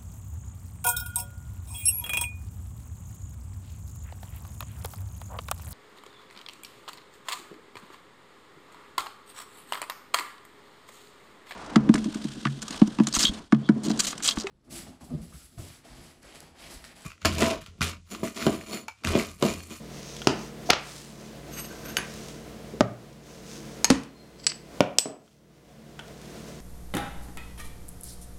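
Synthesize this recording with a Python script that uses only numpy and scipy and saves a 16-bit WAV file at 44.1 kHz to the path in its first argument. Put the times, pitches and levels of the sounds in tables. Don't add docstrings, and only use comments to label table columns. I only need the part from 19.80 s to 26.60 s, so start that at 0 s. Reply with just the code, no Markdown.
import sys
import numpy as np
from scipy import signal
from scipy.fft import rfft, irfft, next_fast_len
from scipy.io import wavfile
from scipy.ndimage import uniform_filter1d

SR = 44100
rng = np.random.default_rng(int(sys.argv[2]) if len(sys.argv) > 2 else 0)


def transcribe(signal):
    frames = np.atleast_2d(signal).T
    limited = np.clip(frames, -1, 1)
    pcm = np.round(limited * 32767).astype(np.int16)
    wavfile.write(sys.argv[1], SR, pcm)


def level_to_linear(level):
    exponent = np.asarray(level, float) / 20
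    return 10 ** exponent


N = 300100


def colour(x, shape):
    hz, db = np.transpose(shape)
    size = next_fast_len(len(x))
    log_hz = np.log(np.fft.rfftfreq(size, 1 / SR) + 1)
    gain = level_to_linear(np.interp(log_hz, np.log(hz), db))
    y = irfft(rfft(x, size) * gain, size)[:len(x)]
    return y / np.std(y)


def walk(rate):
    hold = int(SR / rate)
    steps = np.repeat(rng.standard_normal(N // hold + 1), hold)
    return 1.55 * uniform_filter1d(uniform_filter1d(steps, hold), hold)[:N]


# (frequency [Hz], T60 [s])
ROOM_T60 = [(100, 0.42), (400, 0.4), (1500, 0.49), (4000, 0.29), (8000, 0.25), (13000, 0.063)]


def room():
    t = np.arange(int(.5 * SR)) / SR
    hz, t60 = np.transpose(ROOM_T60)
    out = 0
    for f in [*60 * 2 ** np.arange(8), 14000]:
        band = signal.butter(2, [f / np.sqrt(2), f * np.sqrt(2)], "band", fs=SR, output="sos")
        decay = np.exp(-np.log(1000) * t / np.interp(np.log(f), np.log(hz), t60))
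        out = out + signal.sosfilt(band, rng.standard_normal(len(t))) * decay
    out *= 1 - np.exp(-t / 0.0032)
    return out / np.sqrt(np.sum(out ** 2))


def partials(hz, shape):
    return np.column_stack([hz, shape])


def ring(modes):
    hz, width, db = np.transpose(modes)[:, :, None]
    t = np.arange(int(.4 * SR)) / SR
    width = np.maximum(width, 3)
    damped = np.sin(2 * np.pi * hz * t) * np.exp(-np.pi * width * t)
    y = np.sum(level_to_linear(db) * width * damped, axis=0)
    return y / np.max(np.abs(y))


def burst(decay_ms, shape, count):
    t = np.arange(count) / SR
    snap = 1 + 1.8 * np.exp(-t / 0.00027)
    envelope = snap * np.exp(-1000 * t / max(decay_ms, .2)) * (1 - np.exp(-t / .0001))
    x = rng.standard_normal(count) * envelope
    tones = rfft(x)
    even = irfft(tones / np.sqrt(uniform_filter1d(np.abs(tones) ** 2, size=50)), count)
    y = colour(even, shape) * (t < t[-1] / 2)
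    return y * np.sqrt(np.sum(x ** 2) / np.sum(y ** 2))


def knocks(events, modes, crack_colour, crack_ms, ring_room_db=0, caught_db=0):
    out, body = np.zeros(N + 2 * SR), ring(modes)
    caught = np.clip((np.arange(len(body)) / SR - .009) / 0.0023, 0, 1)
    body = body * level_to_linear(caught_db * caught)
    crack_per_contact = 9.7
    for s, db, crack_db, room_db, contact_ms in events:
        crack = burst(crack_ms + crack_per_contact * contact_ms, crack_colour, count=8192)
        crack = np.pad(crack, (0, len(body) - len(crack)))
        soft = np.exp(-1000 / SR / max(contact_ms, .003))
        y = body * level_to_linear(np.array([[0], [ring_room_db]])) + level_to_linear(crack_db) * crack / 2
        direct, feed = level_to_linear(db) * signal.lfilter([(1 - soft) ** 2], [1, -2 * soft, soft ** 2], y)
        heard = level_to_linear(room_db) * signal.fftconvolve(feed, room())
        heard[:len(direct)] += direct
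        out[int(s * SR):][:len(heard)] += heard
    return out[:N]


def rub(stroke, modes, rasp_colour, rasp_db):
    t = np.arange(N) / SR
    s, db = np.transpose(stroke)
    fade = np.clip(np.minimum(t - s[0], s[-1] - t) / 0.02, 0, 1)
    uneven_db, patchy_db = 3.5, 2.5
    roughness = uneven_db * np.minimum(rng.exponential(size=N), 3) + patchy_db * walk(70)
    grit = rng.standard_normal(N) * level_to_linear(roughness)
    grit *= rng.random(N) < .3
    force = level_to_linear(np.interp(t, s, db)) * fade
    body = ring(modes)
    rung = signal.fftconvolve(force * grit / np.std(grit), body / np.sqrt(np.sum(body ** 2)))[:N]
    return rung + level_to_linear(rasp_db) * force * colour(grit, rasp_colour)


# (frequency [Hz], density [dB per Hz])
HOUSE = [(12, -23.5), (25, -10.5), (60, -4), (130, -1), (250, -6.5), (500, -40)]


def house_rumble():
    return level_to_linear(-64.5 + 2.5 * walk(3)) * colour(rng.standard_normal(N), HOUSE)


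# (frequency [Hz], density [dB per Hz])
MIC_HISS = [(2000, -19.5), (8000, -4), (15000, 0.5)]


def microphone_hiss():
    return level_to_linear(-79.5) * colour(rng.standard_normal(N), MIC_HISS)


# (time [s], depth [dB], fall [s])
DUCKS = [
    (.905, 7, .05),
    (3.01, 8, 0.045),
    (4.105, 9, 0.13),
    (4.67, 1.6, 0.11),
    (5.01, 10, .05),
    (5.189, 14, 0.15),
]


def gain_control():
    hold_s, recover_db_per_s, resting_db = 0.15, 12.5, -42
    t = np.arange(N) / SR
    gain_db = resting_db
    for s, db, fall in DUCKS:
        times = s + np.cumsum([0, max(fall, .01), hold_s, abs(db) / recover_db_per_s])
        gain_db = gain_db - np.interp(t, times, [0, db, db, 0])
    return level_to_linear(gain_db)


# (frequency [Hz], density [dB per Hz])
FRIDGE_AIR = [(15, -47.5), (25, -20.5), (49, -9.5), (87, -12), (137, -3.5), (190, -5.5), (217, -0.5),
              (263, -10), (285, -3.5), (476, -9), (714, -8), (775, -15.5), (6210, -26), (14400, -36),
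              (16000, -36.5)]
# (frequency [Hz], rms level [dB])
FRIDGE_LINES = [(59.2, -54), (145.3, -49.5), (183.0, -53.5), (220.7, -50), (290.7, -59.5), (328.4, -57),
                (366.1, -59.5), (436.0, -56.5), (473.7, -56), (549.1, -60.5), (1008, -66), (2040, -68.5)]


def fridge():
    t = np.arange(N) / SR
    hum = 0
    for hz, db in FRIDGE_LINES:
        level = np.sqrt(2) * level_to_linear(db + 1.5 * walk(8.2))
        cycles = hz * t + rng.random() + 0.21 * walk(4.3)
        hum = hum + level * np.sin(2 * np.pi * cycles)
    air = colour(rng.standard_normal(N), FRIDGE_AIR) * level_to_linear(1.0 * walk(15))
    return gain_control() * (level_to_linear(-2.5) * air + level_to_linear(41.5) * hum)


# (time of fastest motion [s], length [s], level [dB], brightness [0-1])
SLEEVE = [(0.064, 0.44, -49.5, .5), (0.347, 0.53, -36.5, 0.7), (0.635, 0.19, -39, 0.67),
          (1.15, 0.45, -38, 0), (1.422, 0.33, -47, 0.4), (1.95, 0.53, -45, .45), (2.358, 0.7, -39, 0.37),
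          (3.533, 0.28, -45, 0.36), (3.723, 0.22, -38.5, 0.36), (3.89, 0.36, -44.5, 0.3),
          (5.492, 0.34, -59.5, 0.2), (6.659, 1, -46, 0.2)]
# (frequency [Hz], density [dB per Hz])
CLOTH_DULL = [(400, -28.5), (1000, -8), (2000, -10.5), (5000, -7.5), (8000, -10), (15000, -24.5)]
# (frequency [Hz], density [dB per Hz])
CLOTH_BRIGHT = [(400, -32), (2000, -0.5), (4500, 2.5), (6500, 8.5), (9000, -34.5), (15000, -19)]


def sleeves():
    s, length, db, bright = np.transpose(SLEEVE)[:, :, None]
    bright = np.clip(bright, 0, 1)
    phase = np.clip((np.arange(N) / SR - s) / length, -.5, .5)
    stroke = level_to_linear(db - 9.0) * np.cos(np.pi * phase).clip(0) ** 1.3
    grain_db = 3.8 * np.minimum(rng.exponential(size=N), 6) + 0.5 * walk(30)
    grains = rng.standard_normal((2, N)) * level_to_linear(grain_db)
    dull = np.sum(stroke * np.sqrt(1 - bright), axis=0) * colour(grains[0], CLOTH_DULL)
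    return dull + np.sum(stroke * np.sqrt(bright), axis=0) * colour(grains[1], CLOTH_BRIGHT)


# (time [s], peak [dB], frequency [Hz], width [Hz])
THUMPS = [
    (0.473, -29, 80, 13),
    (.906, -29, 75, 14),
    (4.107, -26, 65, 12),
    (5.009, -30.5, 105, 13),
]


def slab_thumps():
    s, db, hz, width = np.transpose(THUMPS)[:, :, None]
    t = np.maximum(np.arange(N) / SR - s, 0)
    swell = np.exp(-np.pi * width * t) * (1 - np.exp(-t / 0.018))
    return np.sum(level_to_linear(db) * np.sin(2 * np.pi * hz * t) * swell, axis=0)


# (time [s], ring peak [dB], crack over ring [dB], room share [dB], contact [ms])
CRUMBS = [(6.281, -47, 11, -14, 0.028), (1.8846, -54, 10, -18, .01), (2.4847, -42, 11, -5, 0.011),
          (3.329, -54, 10, -18, .02), (4.2345, -46, 12, -10, 0.014), (5.5144, -64, 12.6, -6, 0.053),
          (6.457, -50, 11, -15, .02)]
# (frequency [Hz], width [Hz], level [dB])
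CRUMB = [(6500, 2500, -1)]
# (frequency [Hz], density [dB per Hz])
CRUMB_CRACK = [(1000, -18), (3000, 4), (6000, 3.5), (10000, 0.5), (15000, -15)]
# (time [s], ring peak [dB], crack over ring [dB], room share [dB], contact [ms])
SMALL_TICK = [(.4185, -26.5, 3, -13.5, 0.03), (5.478, -53, 2.5, -12, .03), (5.513, -63, 5.5, -8, .02),
              (6.158, -58, 3, -14, .03), (6.1955, -30.5, 5.7, -13, 0.04)]
# (frequency [Hz], width [Hz], level [dB])
TICK = [(920, 74, -8), (1430, 150, -1), (3245, 170, -11)]
# (frequency [Hz], density [dB per Hz])
TICK_CRACK = [(350, -40.5), (600, -12), (2210, -17), (3250, 3.5), (3890, -17), (8860, -15.5),
              (16000, -34.5)]


def crumbs_and_ticks():
    return knocks(SMALL_TICK, TICK, TICK_CRACK, 2.7) + knocks(CRUMBS, CRUMB, CRUMB_CRACK, 2.1)


# (time [s], ring peak [dB], crack over ring [dB],
# room share [dB], contact [ms])
PRE_CLICK = [(6.1922, -30.5, 4, -7, .02)]
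# (time [s], ring peak [dB], crack over ring [dB], room share [dB], contact [ms])
GRAZES = [(7.2, -44, 9.3, -12, .012), (6.575, -41, 8, -12, .09), (4.38, -54, 6, -12, .03),
          (6.415, -48.5, 9.7, -16, .008)]


def faint_grazes():
    return knocks(PRE_CLICK, TICK, TICK_CRACK, 1.6) + knocks(GRAZES, CRUMB, CRUMB_CRACK, 2.2)


# (time [s], ring peak [dB], crack over ring [dB], room share [dB], contact [ms])
LID_PIP = [
    (.3664, -26, -2, -14, .015),
    (.4185, -35, 1.5, -14, .015),
]
# (frequency [Hz], width [Hz], level [dB])
LID_PIP_BODY = [(3400, 120, 0.5), (5600, 160, -1), (7900, 200, -1.5)]
# (time [s], ring peak [dB], crack over ring [dB], room share [dB], contact [ms])
LID_SNAP = [(.9043, -20.5, 12, -30.5, 0.0072)]
# (frequency [Hz], density [dB per Hz])
SNAP_CRACK = [(4000, -29), (9000, -6.5), (12000, 1), (16000, 1.5)]


def faint_lid():
    return knocks(LID_PIP, LID_PIP_BODY, CRUMB_CRACK, 1.5) + knocks(LID_SNAP, CRUMB, SNAP_CRACK, .6)


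# (time [s], ring peak [dB], crack over ring [dB], room share [dB], contact [ms])
CUP_ROCK = [
    (4.1078, -23.5, 6.9, -3, .03),
    (4.1112, -15, 7, -16, .03),
]
# (frequency [Hz], width [Hz], level [dB])
CUP_BASE = [(223, 7.7, -9.5), (273, 27.5, 5.5), (464, 22, -8), (543, 19, -16), (1032, 74, -20.5)]
# (frequency [Hz], density [dB per Hz])
CUP_BASE_CRACK = [(90, -43.5), (170, -32.5), (300, -20), (800, -11), (1660, -14), (3000, -16.5),
                  (5200, -13.5), (9000, -19.5), (16000, -36)]


def faint_cup():
    return knocks(CUP_ROCK, CUP_BASE, CUP_BASE_CRACK, 1.5)


# (time [s], ring peak [dB], crack over ring [dB], room share [dB], contact [ms])
SCOOP_REBOUND = [(4.6706, -11, 3, -20, .015)]
GLASS_HZ = [2100, 4345, 4535, 4790, 7550, 7785, 7915, 8015, 8175, 8275, 12120]
# (width [Hz], level [dB])
BOWL = [(60, -4), (90.6, -11.5), (88.7, -22), (90.4, -16.5), (120, -21), (90.5, -20), (80, 22),
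        (59.7, -17.5), (60.1, -17), (60.2, -20.5), (60, -26)]
# (frequency [Hz], density [dB per Hz])
BOWL_CRACK = [(300, -34), (1000, -16.5), (3080, -6.5), (3700, -14), (4800, 5.5), (6850, -16), (7800, -7.5),
              (9390, -36.5), (16000, -47)]
# (time [s], level [dB])
STIR = [(4.27, -70), (4.33, -66), (4.45, -68.5), (4.56, -65.5), (4.66, -61.5)]
# (frequency [Hz], width [Hz], level [dB])
BOWL_STIRRED = [(4200, 15, 0.5), (7915, 20, -18)]


def faint_bowl():
    rebound = knocks(SCOOP_REBOUND, partials(GLASS_HZ, BOWL), BOWL_CRACK, 1.8)
    return rebound + rub(STIR, BOWL_STIRRED, BOWL_CRACK, rasp_db=-21)


# (time [s], level [dB])
CARRY = [(1.84, -66), (1.87, -64), (1.95, -67), (2.02, -61), (2.06, -62)]
# (frequency [Hz], width [Hz], level [dB])
SPOON_CARRIED = [(6410, 30, -10), (11885, 18, 0.5)]
# (frequency [Hz], density [dB per Hz])
SPOON_CRACK = [(200, -9.5), (800, -12.5), (1500, -3.5), (2700, -3), (4350, -11), (6520, -6.5), (9230, -17),
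               (12200, -25.5), (16000, -34.5)]
# (time [s], ring peak [dB], crack over ring [dB], room share [dB], contact [ms])
SPOON_NUDGES = [
    (2.0545, -40, -2, -12, .03),
    (2.073, -41, -2, -12, .03),
    (4.598, -45, 3.5, -9.5, .03),
    (4.6445, -40, 2.5, -14.5, .02),
]
# (frequency [Hz], width [Hz], level [dB])
NUDGE_BODY = [(2380, 250, -6), (3500, 200, 1), (5100, 300, -1.5)]


def faint_spoon():
    carried = rub(CARRY, SPOON_CARRIED, SPOON_CRACK, rasp_db=-15)
    return carried + knocks(SPOON_NUDGES, NUDGE_BODY, BOWL_CRACK, 2.5)


# (time [s], level [dB])
LID_SLIDE = [(.85, -60), (.875, -55), (.895, -53), (.92, -53)]
# (frequency [Hz], density [dB per Hz])
LID_SCUFF = [(2000, -23), (4500, -9.5), (6300, -5), (7500, -13.5), (12000, -19)]


def lid_slide():
    return rub(LID_SLIDE, CRUMB, LID_SCUFF, rasp_db=6.5)


# (time [s], level [dB])
SCRAPES = [
    [(4.575, -63), (4.597, -59), (4.627, -71), (4.645, -50.5), (4.655, -67)],
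    [(4.686, -42), (4.7, -37), (4.716, -46.5)],
]


def bowl_scrapes():
    return sum(rub(stroke, partials(GLASS_HZ, BOWL), BOWL_CRACK, rasp_db=7.0) for stroke in SCRAPES)


SPOON_HZ = [1575, 2980, 4300, 4615, 4885, 6410, 8270, 8650, 10290, 11885, 12910]
# (time [s], level [dB])
DRAG = [(1.7, -58), (1.745, -44.5), (1.765, -39), (1.788, -35.5), (1.808, -42), (1.83, -50.5),
        (1.852, -41.5), (1.87, -56), (1.9, -56)]
# (width [Hz], level [dB])
SPOON_FREE = [(60, -12), (45, -8), (59.7, -33), (60, -35), (60, -11), (28, 1), (45, -3.5), (30, -7.5),
              (25, -14.5), (24, 4), (50, -9.5)]
# (time [s], level [dB])
TIP = [(1.88, -54), (1.915, -47), (1.932, -48), (1.96, -70), (2.038, -59), (2.084, -48.5), (2.15, -59)]
# (width [Hz], level [dB])
SPOON_TIPPED = [(50, 9), (40, -16), (60, -25), (40, -5), (40, -15), (30, -8), (40, -25), (25, -20),
                (25, -25), (45, -6), (35, -30)]
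# (time [s], level [dB])
LIFT_OFF = [(2.035, -62), (2.058, -41), (2.07, -60), (2.087, -38.5), (2.135, -60.5)]
# (width [Hz], level [dB])
SPOON_RAISED = [(45, -5), (50, -24), (60, -30), (35, -10), (50, -20), (30, -2), (45, -22), (25, -10),
                (30, -24), (35, 2), (45, -22)]


def spoon_drag():
    pull = rub(DRAG, partials(SPOON_HZ, SPOON_FREE), SPOON_CRACK, rasp_db=-6.5)
    tip = rub(TIP, partials(SPOON_HZ, SPOON_TIPPED), SPOON_CRACK, rasp_db=-3)
    lift = rub(LIFT_OFF, partials(SPOON_HZ, SPOON_RAISED), SPOON_CRACK, rasp_db=-5)
    return pull + tip + lift


# (time [s], ring peak [dB], crack over ring [dB], room share [dB], contact [ms])
STAND_KNOCK = [(5.0064, -1.6, 4, -17, 0.023)]
# (frequency [Hz], width [Hz], level [dB])
STAND = [(196, 12, -9.5), (305, 39, -5), (406, 31, -8), (601, 64, -1), (710, 60, -6.5), (1417, 80, -18)]
# (frequency [Hz], density [dB per Hz])
STAND_CRACK = [(80, -30.5), (250, -7.5), (700, -2), (1500, -22), (2300, -13), (3800, -20.5), (6000, -24),
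               (10000, -36), (16000, -47)]
# (time [s], ring peak [dB], crack over ring [dB], room share [dB], contact [ms])
STAND_ECHO = [
    (5.2574, -22.5, 2.5, -5, 0.092),
    (5.276, -33, -3, -8, 0.38),
]
# (frequency [Hz], width [Hz], level [dB])
STAND_FOOT = [(294, 47, -4), (437, 65, -5), (634, 73, -2.5)]


def stand_blows():
    knock = knocks(STAND_KNOCK, STAND, STAND_CRACK, 1.2, ring_room_db=5)
    return knock + knocks(STAND_ECHO, STAND_FOOT, STAND_CRACK, 1.4, ring_room_db=2.5)


# (time [s], ring peak [dB], crack over ring [dB], room share [dB], contact [ms])
BOWL_SCOOP = [
    (4.6414, -38, -6.5, -14, 0.021),
    (4.6669, -8.5, 3.5, -15, 0.014),
    (4.7186, -20.5, 9, -22, 0.078),
]
# (time [s], ring peak [dB], crack over ring [dB], room share [dB], contact [ms])
BOWL_TAP = [
    (5.1852, -9, 14.2, -18, 0.015),
    (5.1928, -24.5, 15, -26, .03),
]
# (frequency [Hz], width [Hz], level [dB])
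BOWL_RIM = [(5595, 30, -22), (6400, 30, -22), (7550, 25, -13), (7790, 12, -3), (7910, 8, 3), (8020, 12, -1),
            (8172, 24, -5), (8275, 18, -8), (8436, 50, -8), (11900, 30, -15), (12120, 16, -9),
            (12300, 35, -14)]
# (frequency [Hz], density [dB per Hz])
BOWL_RIM_CRACK = [(200, -34), (500, -7), (1500, -20), (3200, -5), (4300, -8.5), (5300, 2.5), (7000, -7.5),
                  (8200, 0.5), (10900, -25), (14500, -23.5), (16500, -45)]
# (time [s], ring peak [dB], crack over ring [dB], room share [dB], contact [ms])
GLASS_CHIME = [
    (4.204, -46, -18, -12, 0.023),
    (5.4385, -54, -12, -6, 0.0202),
]


def bowl_blows():
    glass_to_room_db = 8
    scoop = knocks(BOWL_SCOOP, partials(GLASS_HZ, BOWL), BOWL_CRACK, 2.6, glass_to_room_db - 6.0)
    tap = knocks(BOWL_TAP, BOWL_RIM, BOWL_RIM_CRACK, .8, glass_to_room_db)
    return scoop + tap + knocks(GLASS_CHIME, BOWL_RIM, BOWL_CRACK, 1.4)


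# (time [s], ring peak [dB], crack over ring [dB], room share [dB], contact [ms])
SPOON_LIFT = [
    (2.0533, -40, 7.5, -13, 0.05),
    (2.0718, -42, 10, -14, .06),
    (2.1031, -33, 3.2, -8, 0.021),
    (2.1688, -11, 3, -12.5, 0.015),
    (2.1845, -24.5, 15.6, -4, .075),
]
# (width [Hz], level [dB])
SPOON = [(39.8, -4.5), (80, -6), (60, -39), (30, -10.5), (60, -34), (22, -4), (40, -32), (15, -8),
         (14.1, -2), (34, -4.5), (40, -29.5)]
# (time [s], ring peak [dB], crack over ring [dB], room share [dB], contact [ms])
SPOON_RIM = [
    (4.0446, -3, 4.3, -21.5, 0.014),
    (4.0526, -8.5, 1.5, -9, 0.028),
]
# (frequency [Hz], width [Hz], level [dB])
SPOON_HELD = [(938, 41, -8.5), (1756, 55, -17.5), (4340, 61, -7.5), (5250, 67, -17), (6530, 57, 1.5),
              (7670, 29, -2.5), (8800, 28, -8.5), (10350, 37, -17.5), (11940, 25, -12), (12900, 40, -18)]
# (frequency [Hz], density [dB per Hz])
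RIM_CRACK = [(120, -33.5), (200, -28), (2800, -8), (3830, -20), (4430, -5.5), (6520, -6.5), (9580, -21),
             (11500, -12.5), (16000, -40.5)]


def spoon_blows():
    lift = knocks(SPOON_LIFT, partials(SPOON_HZ, SPOON), SPOON_CRACK, 1.9)
    return lift + knocks(SPOON_RIM, SPOON_HELD, RIM_CRACK, .8, ring_room_db=2.5, caught_db=-6)


# (time [s], ring peak [dB], crack over ring [dB], room share [dB], contact [ms])
CUP_BUMP = [
    (3.0077, -2.5, 0.5, -22, 0.028),
    (3.0108, -2, -1, -15, 0.065),
]
# (frequency [Hz], width [Hz], level [dB])
CUP = [(120.3, 3.8, 5), (208, 164, 1), (277, 15, -13), (385, 43, -4), (586, 85, 0.5), (682, 22, -11),
       (1190, 114, -9.5), (1875, 14, -17)]
# (frequency [Hz], density [dB per Hz])
CUP_CRACK = [(70, -30), (200, -5), (666, -10.5), (1340, -10), (2000, -20.5), (3000, -19), (6700, -16.5),
             (8500, -29), (16000, -42)]
# (time [s], ring peak [dB], crack over ring [dB], room share [dB], contact [ms])
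CUP_NUDGE = [(2.9365, -19.5, -6, -4, 0.36)]
# (frequency [Hz], width [Hz], level [dB])
CUP_WALL = [(250, 49, -14), (440, 75, 3), (637, 55, -7)]
# (time [s], ring peak [dB], crack over ring [dB], room share [dB], contact [ms])
CUP_DOWN = [
    (4.1018, -12, 7.5, -9, 0.015),
    (4.1035, -2.5, 1, -17.5, 0.026),
]


def cup_blows():
    bump = knocks(CUP_BUMP, CUP, CUP_CRACK, .8, ring_room_db=3.5)
    nudge = knocks(CUP_NUDGE, CUP_WALL, STAND_CRACK, 1.3)
    return bump + nudge + knocks(CUP_DOWN, CUP_BASE, CUP_BASE_CRACK, 1.7)


# (time [s], ring peak [dB], crack over ring [dB], room share [dB], contact [ms])
LID_DOWN = [
    (.4718, -11, 13.5, -9.5, 0.022),
    (.4950, -24, 11, -9, 0.051),
]
# (frequency [Hz], width [Hz], level [dB])
LID = [(214, 62, -9), (406, 31, 2), (3730, 330, -23.5)]
# (frequency [Hz], density [dB per Hz])
LID_CRACK = [(35, -42.5), (60, -9), (330, 0.5), (550, -5.5), (1350, -10), (2050, -22), (2650, -12),
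             (4220, -15), (5090, -11.5), (14200, -35.5), (16000, -49.5)]
# (time [s], ring peak [dB], crack over ring [dB], room share [dB], contact [ms])
LID_ROCK = [
    (.8905, -21.5, -18, -23.5, 0.055),
    (.8935, -15.5, -12, -22, 0.1),
]
# (frequency [Hz], width [Hz], level [dB])
LID_EDGE = [(720, 28, 2.5), (480, 61, -13.5)]
# (time [s], ring peak [dB], crack over ring [dB], room share [dB], contact [ms])
LID_SETTLE = [
    (.9003, -7.5, 6, -18, 0.05),
    (.9022, -7, 9, -11, 0.042),
    (.9044, -2, 8.5, -16, 0.028),
    (.9082, -14, 4, -10.5, 0.06),
    (.9130, -17, 5, -6.5, 0.062),
]
# (frequency [Hz], width [Hz], level [dB])
LID_FLAT = [(472, 110, -0.5), (758, 250, -5), (1402, 160, 10.5), (2900, 690, -6.5), (4860, 330, 5.5)]
# (frequency [Hz], density [dB per Hz])
LID_FLAT_CRACK = [(100, -39.5), (400, -6), (750, -1.5), (1050, -8), (1500, -4.5), (3000, -0.5), (5800, 0),
                  (8500, -18.5), (14600, -22), (16500, -30.5)]
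# (time [s], ring peak [dB], crack over ring [dB], room share [dB], contact [ms])
LID_BOUNCE = [
    (.9322, -10, 4.4, -18.5, 0.035),
    (.9348, -15.5, 7.8, -8, 0.055),
]


def lid_blows():
    down = knocks(LID_DOWN, LID, LID_CRACK, 1.5)
    rock = knocks(LID_ROCK, LID_EDGE, LID_CRACK, 4.2)
    settle = knocks(LID_SETTLE, LID_FLAT, LID_FLAT_CRACK, 1.2)
    return down + rock + settle + knocks(LID_BOUNCE, LID_FLAT, LID_FLAT_CRACK, 1.5)


def scene():
    background = house_rumble() + microphone_hiss() + fridge() + sleeves() + slab_thumps()
    faint = faint_grazes() + faint_lid() + faint_cup() + faint_bowl() + faint_spoon()
    slide = lid_slide() + bowl_scrapes() + spoon_drag()
    tail = signal.fftconvolve(level_to_linear(-11.5) * slide, room())[:N]
    hits = crumbs_and_ticks() + stand_blows() + bowl_blows() + spoon_blows() + cup_blows() + lid_blows()
    rumble_cut = signal.butter(4, 125, "high", fs=SR, output="sos")
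    return (background + faint + signal.sosfilt(rumble_cut, hits + tail + slide))[None]


def low_pass(x):
    return signal.sosfilt(signal.butter(12, 15780, fs=SR, output="sos"), x)


def record(dry):
    top = .8
    flattened = dry / (1 + np.abs(dry / top) ** 6) ** (1 / 6)
    edge = signal.ellip(8, .3, 70, 16400, fs=SR, output="sos")
    return low_pass(signal.sosfiltfilt(edge, flattened))


dry = scene()
out = record(dry)
transcribe(out)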